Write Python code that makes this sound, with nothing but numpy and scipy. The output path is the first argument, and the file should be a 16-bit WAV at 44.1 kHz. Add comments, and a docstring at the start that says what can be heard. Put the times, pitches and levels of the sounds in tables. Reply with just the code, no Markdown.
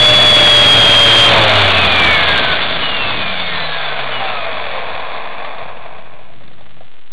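"""Small helicopter lands and stops

A tiny camera rides on a small electric helicopter that lands in grass and cuts its motor.
Random clacks ringing in the airframe make the gear rattle, and sines tied to the turning speed make the whine.
Filtered noise makes the air and the low shudder; short noise bursts are the last knocks as the shafts coast down.
The camera overloads, samples coarsely at a low rate and ticks faintly in the silence."""
import sys
import numpy as np
from scipy import signal
from scipy.fft import irfft
from scipy.io import wavfile
from scipy.ndimage import uniform_filter1d, map_coordinates

SR = 44100
rng = np.random.default_rng(int(sys.argv[2]) if len(sys.argv) > 2 else 0)


def transcribe(signal):
    """Save signal, clipped to [-1, 1], as a 16-bit WAV file at the path in sys.argv[1]."""
    frames = np.atleast_2d(signal).T
    limited = np.clip(frames, -1, 1)
    pcm = np.round(limited * 32767).astype(np.int16)
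    wavfile.write(sys.argv[1], SR, pcm)


N = 313992

# Loudness of the gear rattle: (time [s], level [dB])
RATTLE_LEVEL = [(0, -14.5), (.45, -13), (1.25, -12.5), (2.3, -18), (2.7, -22), (3.4, -26), (4.0, -24.5),
                (4.4, -24), (5.2, -25), (5.85, -31), (6.25, -39), (6.3, -42.5), (6.45, -56.5)]
# Tones of the shafts, heard while they shake the airframe:
# (start [s], end [s], multiple of the turn rate, level at the start [dB])
SHAFT_TONES = [(-.2, 1.8, 1, -19), (1.8, 2.45, 1, -27), (3.0, 4.9, 1, -45), (1.5, 2.5, 2, -35),
               (2.98, 3.75, 2, -39), (.8, 1.5, 3, -29), (.8, 1.85, 4, -29), (3.2, 5.05, 4, -35),
               (-.2, .65, 5, -13), (.65, 1.48, 5, -16), (1.3, 1.7, 6, -21), (3.3, 5.5, 6, -48),
               (1.3, 1.8, 7, -24), (1.2, 1.9, 8, -28), (4.05, 5.0, 8, -45), (3.8, 4.3, 12, -43),
               (3.0, 3.8, 18, -36), (2.03, 2.55, 22, -21), (3.0, 3.3, 22, -33), (3.55, 4.5, 22, -36),
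               (3.5, 4.0, 43.7, -28)]
# Tones of the motor: (start [s], end [s], multiple of the turn rate, level at the start [dB])
MOTOR_TONES = [(.3, 1.28, 27, -22), (-.2, 1.28, 28, -3.7), (1.28, 1.37, 28, -15), (1.55, 1.6, 28, -17),
               (1.7, 1.87, 28, -20), (1.87, 2.22, 28, -15), (2.22, 2.33, 28, -21), (4.2, 4.9, 28, -29),
               (.3, 1.28, 29, -25), (4.1, 4.5, 40, -37), (2.82, 3.3, 50, -23), (3.3, 3.65, 50, -30),
               (4.28, 4.58, 50, -31), (3.38, 3.9, 100, -26), (4.11, 4.48, 100, -29)]
# Slack teeth knock as the train slows:
# (time [s], level before ringing [dB], treble relative to that level [dB])
KNOCKS = [(5.43, -17, -26), (5.446, -10, -2), (5.582, -8.5, -11.5), (5.692, -15, -17), (5.768, -15, -13),
          (5.853, -21, -9), (5.983, -18, -10), (6.3, -28, -11), (6.335, -28, -7), (6.407, -18.5, -18),
          (6.434, -35.5, 6.5), (6.476, -28.5, 0), (6.51, -26, -16), (6.532, -32, 0.5), (6.585, -27.5, -10),
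          (6.608, -23.5, -14), (6.664, -27, -10), (6.703, -26, -16), (6.767, -27.5, -13), (6.807, -20, -26),
          (6.84, -41, -3)]
# Smoothing of the camera's samples: (frequency [Hz], level [dB])
PLAYBACK_FILTER = [(3000, 0.5), (3500, -0.5), (4000, -7), (4400, -13.5), (4650, -21), (4800, -27),
                   (4950, -97)]
# Resonances of the airframe: (frequency [Hz], width [Hz], level [dB])
BODY = [(237, 140, -16.5), (444, 65, -4.5), (666.5, 143, 0.5), (1069, 180, 0.5)]
# Resonances of the canopy: (frequency [Hz], width [Hz], level [dB])
SHELL = [(1301, 310, -2), (1667, 394, -2.5), (2250, 437, -2), (2541, 284, -1.5)]
# Resonances of the gear case: (frequency [Hz], width [Hz], level [dB])
CASE = [(2860, 267, -5.5), (3452, 312, 0.5), (3990, 900, -8)]
# Speed under power, sagging at touchdown, until free coasting: (time [s], speed [turns per s])
POWERED_SPEED = [(0, 121.4), (.25, 121.2), (.6, 117.54), (.9, 115.65), (1.2, 114.71), (1.3, 113.49),
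                 (1.4, 109.83), (1.8, 91.17)]

STOP_S = 6.9  # the rattle has sunk to its lowest level
COAST_S, FRICTION = 3.588, 37.26  # drag time constant [s], dry friction as a speed [turns per s]
FREE_S, OVERRUN = 3.62, 3.05  # from this time the shafts gain on the motor [turns per s, each second]
CUT_S, CUT_SWELL_DB, CUT_SWELL_S = 1.39, 4, .08  # the airframe booms as the power goes
LOOSE = 2.2  # unloaded gears waver this many times more in level
TONE_DB_PER_OCT = 8.5  # tones sink with speed
TREBLE_DB, TREBLE_KNEE, TREBLE_DB_PER_OCT = 3.5, 42.5, 4  # dulls below the knee [turns per s]
TOP_KNEE, TOP_DB_PER_OCT = 15, 5  # the highest airframe resonance dulls last [knee in turns per s]
GEARING = 5  # shaft turns per rotor turn
SNAG_AT_S, SNAG_MULTIPLE = .727, 22.4  # one pass of the tight spot [s], pitch as a multiple of the turn rate
SNAG_DB, SNAG_SHARE, SNAG_SCATTER_DB = -9, .1, 3  # level, length as a share of the rotor turn, scatter
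AIR_DB, AIR_DB_PER_OCT, STILL_AIR_DB = -18.5, 9.5, -53  # at starting speed, drop with speed, constant part
STALL, STALL_DB = 50, 8.5  # below this speed [turns per s] the blade wash dies away
JERKY_S, JERKY_DB = 5.3, 7.5  # the shudder grows once the rotor turns in jerks
KNOCK_S, AFTER_S, AFTER_DB = 0.0062, 0.034, -12.5  # decay of the blow, decay and level of the chatter after
CAMERA_HZ, TICK_HZ = 8000, 313.3  # sampling rate, rate of the electronic ticks
STEP, BIAS = .006, -.11  # size of one sample step, constant offset
KNEE, TOP_HZ = 10.7, 12700  # sharpness of the second clip, upper limit of the sound [Hz]


def undb(db):
    """Turn decibels into a gain."""
    return 10 ** (np.asarray(db) / 20)


def unit(x):
    """Scale a sound to an average (rms) level of 1."""
    return x / np.sqrt(np.mean(x ** 2))


def ring(x, modes):
    """Add resonances with alternating sign, so that the valleys between them stay open."""
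    out = 0
    for k, (hz, width, db) in enumerate(modes):
        b, a = signal.iirpeak(hz, hz / width, SR)
        out = out + (-1) ** k * undb(db) * signal.lfilter(b, a, x)
    return out


def walk(rate):
    """Wander at random: draw new values at the given rate [Hz] and smooth them twice."""
    k = int(SR / rate)
    held = np.repeat(rng.standard_normal(N // k + 1), k)
    return uniform_filter1d(uniform_filter1d(held, k), k)[:N]


def turns(t, overrun):
    """Speed and counted turns of a shaft: powered, then slowed by drag and dry friction."""
    s, speed = np.transpose(POWERED_SPEED)
    coast = (speed[-1] + FRICTION) * np.exp((s[-1] - t) / COAST_S) - FRICTION
    coast = coast + overrun * np.maximum(t - FREE_S, 0)
    rate = np.where(t < s[-1], np.interp(t, s, speed), np.maximum(coast, 1))
    rate = uniform_filter1d(rate, size=SR // 10)
    return rate, np.cumsum(rate) / SR


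def rattle(rate, revs):
    """Teeth clack at random, sparser as the train slows, a little harder once per turn."""
    hits = rng.random(N) < (5000 + 90 * rate) / SR
    clacks = hits * rng.standard_normal(N) * undb(0.94 * rng.exponential(size=N))
    recent_level = np.sqrt(uniform_filter1d(clacks ** 2, size=SR // 4))
    surge_db = .5 * walk(14) + 0.69 * walk(90) + 0.37 * np.cos(2 * np.pi * revs)
    return clacks / recent_level * undb(surge_db)


def gears(t, rate, revs):
    """The clacks ring in airframe, canopy and gear case, duller at low speed."""
    clacks = rattle(rate, revs)
    rattle_db = np.interp(t, *np.transpose(RATTLE_LEVEL + [(STOP_S, -70)]))
    boom_db = CUT_SWELL_DB * np.exp(-((t - CUT_S) / CUT_SWELL_S) ** 2)
    top_db = TOP_DB_PER_OCT * np.minimum(np.log2(rate / TOP_KNEE), 0)
    body = unit(ring(clacks, BODY[:-1]) - undb(top_db) * ring(clacks, BODY[-1:]))
    # the stiff gear case needs fast blows, so it fades first
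    case_db = -11.0 * np.clip(1 - rate / 45, 0, 1)
    treble = undb(-1.0) * unit(ring(clacks, SHELL)) + undb(case_db) * unit(ring(clacks, CASE))
    treble_db = TREBLE_DB + TREBLE_DB_PER_OCT * np.minimum(np.log2(rate / TREBLE_KNEE), 0)
    return undb(rattle_db) * (undb(boom_db) * body + undb(treble_db) * treble)


def tones(table, rate, revs, t, waver_db, wobble):
    """Sines locked to a shaft, each fading in and out; loose bearings blur level and phase."""
    out = np.zeros(N)
    waver_db = waver_db * np.where(t > CUT_S, LOOSE, 1)
    for start, end, multiple, db in table:
        fade = np.clip(np.minimum(t - start, end - t) / .03 + .5, 0, 1)
        speed_db = TONE_DB_PER_OCT * np.log2(rate / np.interp(start, t, rate))
        level = undb(db + speed_db + waver_db * walk(30))
        phase = 2 * np.pi * multiple * revs + wobble * walk(60)
        out += np.sqrt(2) * fade * level * np.sin(phase)
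    return out


def snag(revs, t):
    """Under load a tight spot in the big gear chirps once per rotor turn."""
    rotor_turn = (revs - np.interp(SNAG_AT_S, t, revs)) / GEARING
    puff = np.exp(-((rotor_turn - np.round(rotor_turn)) / SNAG_SHARE) ** 2) * (t < CUT_S)
    level = undb(SNAG_DB + SNAG_SCATTER_DB * walk(25))
    return level * puff * np.sin(2 * np.pi * SNAG_MULTIPLE * revs)


def air(rate):
    """Blade wash and slow shaking buffet the microphone: low noise that weakens with speed."""
    noise = ring(rng.standard_normal(N), [(41.4, 90, -4.5), (162, 270, -2)])
    stall_db = STALL_DB * np.clip((STALL - rate) / 6, 0, 1)
    wash = undb(AIR_DB + AIR_DB_PER_OCT * np.log2(rate / rate[0]) - stall_db)
    return (wash + undb(STILL_AIR_DB)) * unit(noise * undb(2.5 * walk(10)))


def shudder(t):
    """The skids shudder low for as long as the rotor turns: noise in two low resonances."""
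    turning = np.clip((STOP_S - .03 - t) / .02, 0, 1)
    growth_db = JERKY_DB * np.clip((t - JERKY_S) / .5, 0, 1)
    noise = unit(ring(rng.standard_normal(N), [(89, 39, -1.0), (192, 130, -7)]))
    return turning * undb(-52.5 + growth_db + 3.3 * walk(14)) * noise


def knocks(t):
    """Each knock is a sharp noise burst that dies away in airframe, canopy and gear case."""
    low, high = np.zeros((2, N))
    for s, db, treble_db in KNOCKS:
        since = np.maximum(t - s, 0)
        decay = np.exp(-since / KNOCK_S) + undb(AFTER_DB) * np.exp(-since / AFTER_S)
        blow = undb(db) * (t >= s) * decay
        low += blow
        high += blow * undb(treble_db)
    noise = rng.standard_normal(N)
    dull = undb(5.5) * ring(low * noise, BODY[:-1])
    bright = undb(4.5) * ring(high * noise, BODY[-1:] + SHELL + CASE)
    return dull + bright


def scene():
    """Add up everything that reaches the microphone through the airframe."""
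    t = np.arange(N) / SR
    rate, revs = turns(t, OVERRUN)
    motor_rate, motor_revs = turns(t, 0)
    whine = tones(SHAFT_TONES, rate, revs, t, waver_db=1.2, wobble=.15)
    whine += tones(MOTOR_TONES, motor_rate, motor_revs, t, waver_db=1.5, wobble=.3)
    mix = gears(t, rate, revs) + whine + snag(revs, t) + air(rate) + shudder(t) + knocks(t)
    return mix[None]


def record(dry):
    """Overloading input, coarse slow sampling, smoothing that lets mirror tones through, a second clip."""
    count = round(N * CAMERA_HZ / SR)
    felt = signal.sosfilt(signal.butter(4, 5500, fs=SR, output="sos"), dry[0])
    headroom = np.where(felt > 0, .62, .56)  # upward, downward
    felt = headroom * np.tanh((np.abs(felt) / headroom) ** 2.694) ** (1 / 2.482) * np.sign(felt)
    samples = map_coordinates(felt, [np.arange(count) * N / count], order=3)

    # the electronics jolt the converter at a steady rate, on top of a little constant noise
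    jolt = np.diff(np.floor(np.arange(count + 1) * TICK_HZ / CAMERA_HZ))
    noise_steps = 0.19 + 0.79 * jolt + 2.7 * np.roll(jolt, shift=1)
    noise = noise_steps * np.clip(rng.standard_normal(count), -2.5, 1.8)
    samples = STEP * np.round(samples / STEP + noise)

    # repeating the spectrum makes the mirror tones, which the smoothing then weakens
    bins = np.arange(N // 2 + 1)
    hz, db = np.array(PLAYBACK_FILTER).T
    smooth_db = np.interp(np.log(bins * SR / N + 1), np.log(hz), db, right=-200)
    spectrum = np.fft.fft(samples)[bins % count] * undb(smooth_db)
    played = irfft(spectrum, N) * N / count + BIAS

    ceiling = np.where(played > 0, .74, .71)
    clipped = played / (1 + np.abs(played / ceiling) ** KNEE) ** (1 / KNEE)
    softened = signal.lfilter(*signal.butter(4, 12000, fs=SR), clipped)
    return signal.sosfilt(signal.ellip(10, .2, 80, TOP_HZ, fs=SR, output="sos"), softened)[None]


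dry = scene()
out = record(dry)
transcribe(out)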